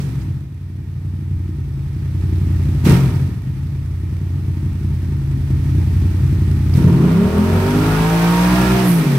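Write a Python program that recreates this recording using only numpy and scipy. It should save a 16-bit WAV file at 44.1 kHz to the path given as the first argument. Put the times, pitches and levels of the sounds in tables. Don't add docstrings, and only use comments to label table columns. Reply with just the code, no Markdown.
import sys
import numpy as np
from scipy import signal
from scipy.fft import rfft, irfft
from scipy.io import wavfile
from scipy.ndimage import uniform_filter1d

SR = 44100
rng = np.random.default_rng(int(sys.argv[2]) if len(sys.argv) > 2 else 0)


def output_pcm(signal):
    pcm = np.clip(np.atleast_2d(signal).T, -1, 1) * 32767
    wavfile.write(sys.argv[1], SR, np.round(pcm).astype(np.int16))


N = 404838

# time_s, cycle_hz
IDLE_CURVE = [(0.0, 11.31), (0.6, 11.31), (0.875, 11.45), (1.15, 11.47), (1.425, 11.13), (1.7, 10.3),
              (1.975, 10.76), (2.25, 11.34), (2.525, 11.01), (2.8, 10.49), (3.3, 9.26), (3.585, 10.6),
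              (3.87, 10.74), (4.155, 11.27), (4.44, 11.21), (4.725, 10.81), (5.01, 10.97), (5.295, 10.32),
              (5.58, 10.65), (5.865, 11.03), (6.15, 11.07), (6.435, 10.79), (6.72, 10.87), (9.18, 11)]
# time_s, cycle_hz
REV_CURVE = [(6.72, 11.4), (6.8, 14.9), (6.94, 23.4), (7.01, 28.1), (7.1, 32.7), (7.2, 36.4), (7.3, 39.7),
             (7.5, 45.1), (7.7, 49.7), (7.85, 52.4), (8.0, 54.3), (8.4, 59.2), (8.6, 62.3), (8.77, 63.5),
             (8.82, 62.46), (9.1, 46.4), (9.18, 43.8)]
# time_s, cycle_hz
BLIPS = [(.04, 24), (2.94, 23)]
# start_s, rise_s, shut_s, load_share, gulp_share
THROTTLE_MOVES = [(-.17, .012, -.15, .6, 1), (2.85, .012, 2.95, 1, 1), (6.735, .07, 8.79, .85, .4)]
# time_s, note_db, hiss_db
BASE_LEVELS = [(0, -31.5, -62.5), (.2, -31.5, -56), (.28, -27.5, -56.5), (.5, -29, -56), (.8, -26.5, -54.5),
               (1.4, -20, -51.5), (1.6, -21.5, -50.5), (2.12, -20, -47.5), (2.2, -17, -46.5),
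               (2.6, -14.5, -43), (2.84, -15.5, -41), (3, -25, -50), (3.45, -20.5, -48), (4, -21, -49),
               (4.5, -19, -47.5), (5.2, -17.5, -45.5), (5.7, -14, -42.5), (6.72, -13.5, -41),
               (6.95, -21, -50.5), (7.3, -23, -52.5), (7.8, -24, -50), (8.4, -23.5, -48), (8.75, -23, -49),
               (8.95, -23, -50), (9.18, -22, -48)]
# pitch_hz, width_hz, level_db, polarity
THUMP_MODES = [(54.93, 5.4, -12, -1), (67.1, 16.9, -6, -1), (87.6, 13.6, -1, -1), (99.3, 2.8, -8.5, 1),
               (116.8, 7.5, -7, -1), (135.26, 14.9, -1, 1), (148.4, 10.8, -6.5, 1), (186.8, 5.2, -19, -1),
               (203.7, 8.7, -17, 1), (254, 7.4, -18, 1), (298.4, 14.2, -20, -1), (322.2, 15.6, -22.5, -1),
               (176.5, 45.6, -16.5, 1), (289, 165, -31.5, -1), (398.5, 25, -33, 1)]
# pitch_hz, level_db
THUMP_ROLLOFF = [(20, 0), (420, 0), (500, -16)]
# pitch_hz, width_hz, level_db
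GROWL_MODES = [(54, 2.4, -14), (66, 40, 0.5), (99, 4.9, 4), (110.2, 16.5, 3), (134.3, 18, 11.5),
               (169.7, 22.4, 8.5), (213.7, 19.6, 3.5), (245.7, 17.6, 2), (306.7, 43, 1), (337.4, 26, 2),
               (371.4, 42.6, -1.5), (469.3, 25, -11)]
# pitch_hz, width_hz, level_db
PULL_MODES = [(65.7, 29, -4.5), (91.3, 35, 6.5), (132, 74, -4.5), (162.2, 35, 10.5), (206.4, 21, 8),
              (248.4, 25, 0.5), (285, 150, -12), (390, 45, 1)]
# pitch_hz, level_db
DEEP_BASS = [(20, 0), (112, 0), (135, -40)]
NOTE_ORDERS = [(1, 0.31, 0.41), (2, -0.17, -0.24), (3, -0.0061, 0.15), (5, -0.13, -0.0024),
               (6, -0.18, -0.13), (8, 0.21, -0.31)]
# pitch_hz, width_hz, level_db
SILENCER_MODES = [(510, 130, 3), (606, 30, 6.5), (694, 75, 5.5), (795, 28, 2.5), (857, 54, 5.5),
                  (940, 64, 10.5), (1028, 95, 5.5), (1170, 80, 5), (1257, 73, 6.5), (1393, 82, 5),
                  (1680, 124, -1), (1830, 240, -12), (2334, 28, -1), (2690, 870, -10.5)]
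SILENCER_ORDERS = [(11, 0.2), (16, 0.15), (24, -.5), (22, -0.15), (27, 1)]
# pitch_hz, level_db
RASP_SPECTRUM = [(260, -25), (400, 18), (480, -3), (525, 7), (558, -18), (613, 4), (793, -11), (857, 1),
                 (991, -6), (1270, -1.5), (1520, -18), (1850, -5), (2970, -31), (3500, -16), (4550, -41),
                 (7700, -120)]
# pitch_hz, level_db
HISS_SPECTRUM = [(880, -1.5), (1500, -2.5), (1860, -3), (1950, -3), (2380, -2.5), (2980, -8), (3450, -8),
                 (5300, -12), (6140, -13.5), (6840, -20), (8160, -16), (9080, -19), (10600, -16),
                 (13700, -16.5), (15600, -20)]
# start_s, length_s, level_db, centre_hz, width_hz
CRACKS_AND_BURSTS = [(2.846, 0.0053, -32, 8000, 12300), (2.857, 0.013, -30, 5000, 9500),
                     (2.895, 0.0065, -21, 6000, 11000), (2.92, .008, -28, 5000, 9000),
                     (2.942, 0.0081, -23, 2000, 3000), (0.207, 0.03, -46, 3470, 6000),
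                     (6.737, 0.0074, -31.5, 4900, 900), (6.764, 0.027, -36, 7000, 13000),
                     (8.818, 0.23, -28.5, 11700, 5150)]
# pitch_hz, width_hz, level_db
CASE_MODES = [(851, 71, 4.5), (908, 51, 5), (1266, 78, 2), (1850, 140, 2), (2335, 110, -3)]
# pitch_hz, likeness_share
STEREO_LIKENESS = [(60, 1), (150, 0.98), (380, 0.92), (950, 0.48), (2380, 0.071), (5980, 0.05),
                   (15000, 0.01)]
# pitch_hz, level_db
STEREO_TILT = [(60, 0.5), (110, 0.5), (200, 0.5), (380, -1.0), (700, 1.0), (1290, -0.5), (2380, -2.0),
               (4400, -6.0), (8120, -13.5), (15000, -5.0)]

IDLE_HZ = 11
TIME_S = np.arange(N) / SR
BIN_HZ = np.fft.rfftfreq(N, 1 / SR)


def gain_of(db):
    return 10 ** (np.asarray(db) / 20)


def curves(rows):
    times, *columns = np.transpose(rows)
    return [np.interp(TIME_S, times, column) for column in columns]


def spectrum(points):
    hz, value = np.transpose(points)
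    return np.interp(np.log(BIN_HZ + 1), np.log(hz + 1), value)


def colour(x, points):
    return irfft(rfft(x) * gain_of(spectrum(points)), N)


def steady(x):
    power = uniform_filter1d(uniform_filter1d(x ** 2, size=9000), size=9000)
    return x / np.sqrt(abs(power) + 1e-20)


def puffs(clicks, pole):
    return steady(signal.lfilter([1], [1, -pole], clicks))


def band(x, low_hz, high_hz):
    return signal.sosfilt(signal.butter(3, [low_hz, high_hz], "band", fs=SR, output="sos"), x)


def ring(x, modes):
    f = BIN_HZ[:N // 8]
    response = 0
    for hz, width, db, *polarity in modes:
        peak = 1j * f * width / (hz ** 2 - f ** 2 + 1j * f * width)
        response += np.sign(np.prod(polarity)) * gain_of(db) * peak ** 2
    return irfft(rfft(x)[:len(f)] * response, N)


def wander(x, depth_db):
    frames = signal.stft(x, nperseg=2048)[2]
    patches = rng.standard_normal(frames.T.shape).T
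    for _ in range(2):
        patches = uniform_filter1d(patches, 3, axis=0)
        patches = uniform_filter1d(patches, 8, axis=1)
    frames *= gain_of(depth_db * patches / patches.std())
    return steady(signal.istft(frames, nperseg=2048)[1][:N])


def engine_order(x, speed, multiple):
    carrier = np.exp(2j * np.pi * np.round(multiple) * np.cumsum(speed) / SR)
    return 2 * (carrier * uniform_filter1d(x / carrier, size=1500)).real


def spread(x, other):
    likeness = np.clip(spectrum(STEREO_LIKENESS), 0, 1)
    tilt = gain_of(spectrum(STEREO_TILT) / 2)
    left = rfft(x)
    right = likeness * left + np.sqrt(1 - likeness ** 2) * rfft(other)
    return irfft([left * tilt, right / tilt], N)


def workshop(x, t60_s=.5, wet_db=-6):
    count, gap, predelay = 1200, 20, 150
    at = predelay + np.arange(count) * gap + rng.integers(0, gap, (2, count))
    taps = np.zeros((2, predelay + gap * (count + 1)))
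    np.put_along_axis(taps, at, rng.choice([-1., 1.], at.shape) * gain_of(-60 * at / SR / t60_s), 1)
    tails = signal.fftconvolve(x[None], taps / np.linalg.norm(taps[0]), axes=1)[:, :N]
    return steady(x + gain_of(wet_db) * tails[0]), steady(tails[1])


def room_rumble():
    return gain_of(-24) * band(rng.standard_normal(N), 10, 217)


def valve_clatter(speed, level_db, taps_per_cycle=14):
    taps = (rng.random(N) < taps_per_cycle * speed / SR) * rng.standard_normal(N)
    return spread(*workshop(ring(taps, CASE_MODES))) * gain_of(level_db)


def cracks_and_bursts():
    out = np.zeros((2, N))
    for start_s, length_s, db, hz, width in CRACKS_AND_BURSTS:
        start = round(start_s * SR)
        t = TIME_S[:min(round(3 * length_s * SR), N - start)]
        noise = rng.standard_normal((2, len(t)))
        burst = band(noise, max(hz - width / 2, 300), min(hz + width / 2, SR / 2.1))
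        envelope = np.minimum(t / (.36 * length_s), 1) * gain_of(db - 20 * (t / length_s) ** 2)
        out[:, start:start + len(t)] += envelope * burst / burst.std()
    return spread(*out)


def gas_hiss(clicks, gulp, level_db, bark=.097, throb=.1, tick=.12, ticks_per_s=60):
    ticks = (rng.random(N) < ticks_per_s / SR) * rng.exponential(1, N)
    envelope = 1 + (throb + bark * gulp) * puffs(clicks, .998) + tick * puffs(ticks, .985)
    air, other_air = colour(envelope * rng.standard_normal((2, N)), HISS_SPECTRUM)
    return spread(steady(air), steady(other_air)) * gain_of(level_db)


def engine_speed(rise_hz_per_s=105, hang_s=.05, fall_hz_per_s=32):
    (idle,), (rev,) = curves(IDLE_CURVE), curves(REV_CURVE)
    speed = np.maximum(idle, rev * (TIME_S > REV_CURVE[0][0]))
    for peak_s, peak_hz in BLIPS:
        climb = rise_hz_per_s * np.maximum(peak_s - TIME_S, 0)
        fall = fall_hz_per_s * np.maximum(TIME_S - peak_s - hang_s, 0)
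        speed = np.maximum(speed, peak_hz - climb - fall)
    return speed


def throttle(unload_s=.3, gulp_rise_s=.0014, gulp_hold_s=.049, gulp_fade_s=.2):
    load = gulp = 0
    for start_s, rise_s, shut_s, load_share, gulp_share in THROTTLE_MOVES:
        age = TIME_S - start_s
        load_fade = np.exp(-np.maximum(TIME_S - shut_s, 0) / unload_s)
        gulp_fade = np.exp(-np.maximum(age - gulp_hold_s, 0) / gulp_fade_s)
        load += load_share * np.clip(age / rise_s, 0, 1) * load_fade
        gulp += gulp_share * np.clip(age / gulp_rise_s, 0, 1) * gulp_fade
    return load, gulp


def levels(speed, load, gulp, note_lag_s=.012):
    note_base, hiss_base = curves(BASE_LEVELS)
    octaves = np.log2(speed / IDLE_HZ)
    late_gulp = np.interp(TIME_S - note_lag_s, TIME_S, gulp)
    note_db = note_base + 10.14 * np.minimum(octaves, .9) + .72 * load + 4.6 * late_gulp
    rasp_db = hiss_base - 5.5 + 7.13 * octaves + (9.2 + 7 * np.clip(octaves, 0, 1)) * load + .43 * gulp
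    hiss_db = hiss_base + 9.24 * octaves + .28 * load + 12.5 * gulp
    return note_db, rasp_db, hiss_db


def firings(speed, second_phase=3 / 8, uneven_db=2.2, idle_slip_s=.0005, second_lead_s=.00019):
    cycles = np.cumsum(speed) / SR - .094
    whole = np.arange(int(cycles[-1]))
    at = np.interp(np.sort(np.r_[whole, whole + second_phase]), cycles, np.arange(N))
    strength, lateness = rng.standard_normal((len(at), 2)).T
    slowness = IDLE_HZ / speed[at.astype(int)]
    is_second = np.arange(len(at)) % 2
    shift_s = idle_slip_s * lateness * slowness ** 2 - second_lead_s * is_second
    at = np.clip(at + SR * shift_s, 0, N - 1).astype(int)
    second_db = np.interp(slowness, [.5, .9], [-2.2, 3])
    clicks = np.zeros(N)
    clicks[at] = gain_of(uneven_db * strength * slowness ** .011 + is_second * second_db)
    return clicks


def exhaust_rasp(clicks, puff, speed, load, order_depth, level_db):
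    lines = ring(clicks, SILENCER_MODES)
    lines += order_depth * sum(gain * engine_order(lines, speed, k) for k, gain in SILENCER_ORDERS)
    rough = steady(colour((6.9 + puff) * rng.standard_normal(N), RASP_SPECTRUM))
    clean = np.clip(.1 + .14 * np.log2(speed / IDLE_HZ) + .6 * load, 0, 1)
    rasp = clean * wander(lines, depth_db=2.4) + (1 - clean) * rough
    return spread(*workshop(rasp, wet_db=-9.5)) * gain_of(level_db)


def exhaust_note(clicks, puff, speed, load, order_depth, level_db, turbulence=.14, coast_loss=.75):
    drive = steady(clicks) + turbulence * puff * rng.standard_normal(N)
    thump, growl, haul = (steady(ring(drive, modes)) for modes in (THUMP_MODES, GROWL_MODES, PULL_MODES))
    hot = np.clip(np.interp(speed, [23.5, 34], [0, 1]) + .57 * load, 0, 1)
    pull = np.clip(load * np.interp(speed, [27.6, 35.7, 45.5, 54.7], [0, 1, 1, 0]), 0, 1)
    note = (1 - hot) * colour(thump, THUMP_ROLLOFF) + hot * growl
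    note = steady((1 - pull) * note + pull * haul)
    slowing = uniform_filter1d(1. * (np.gradient(speed) < 0), size=1500)
    coast = slowing * np.interp(speed, [28, 40], [0, 1])
    note += sum((order_depth * (1 - coast) * pulling + coast * coasting) * engine_order(note, speed, k)
                for k, pulling, coasting in NOTE_ORDERS)
    note = wander(note - coast_loss * coast * colour(note, DEEP_BASS), depth_db=1.2)
    return spread(note, workshop(note)[1]) * gain_of(level_db)


def scene():
    speed = engine_speed()
    load, gulp = throttle()
    note_db, rasp_db, hiss_db = levels(speed, load, gulp)
    clicks = firings(speed)
    puff = puffs(clicks, .996)
    order_depth = np.interp(speed, [58, 53], [0, 1])
    note = exhaust_note(clicks, puff, speed, load, order_depth, note_db)
    rasp = exhaust_rasp(clicks, puff, speed, load, order_depth, rasp_db)
    top_end = gas_hiss(clicks, gulp, hiss_db) + cracks_and_bursts()
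    return room_rumble() + valve_clatter(speed, hiss_db - 9) + top_end + rasp + note


def record(dry, cutoff_hz=15714):
    rounded = dry / (1 + abs(dry) ** 4) ** (1 / 4)
    lowpass = signal.firwin(2047, cutoff_hz, window=("kaiser", 12), fs=SR)
    return signal.oaconvolve(rounded, lowpass[None], "same")


dry = scene()
out = record(dry)
output_pcm(out)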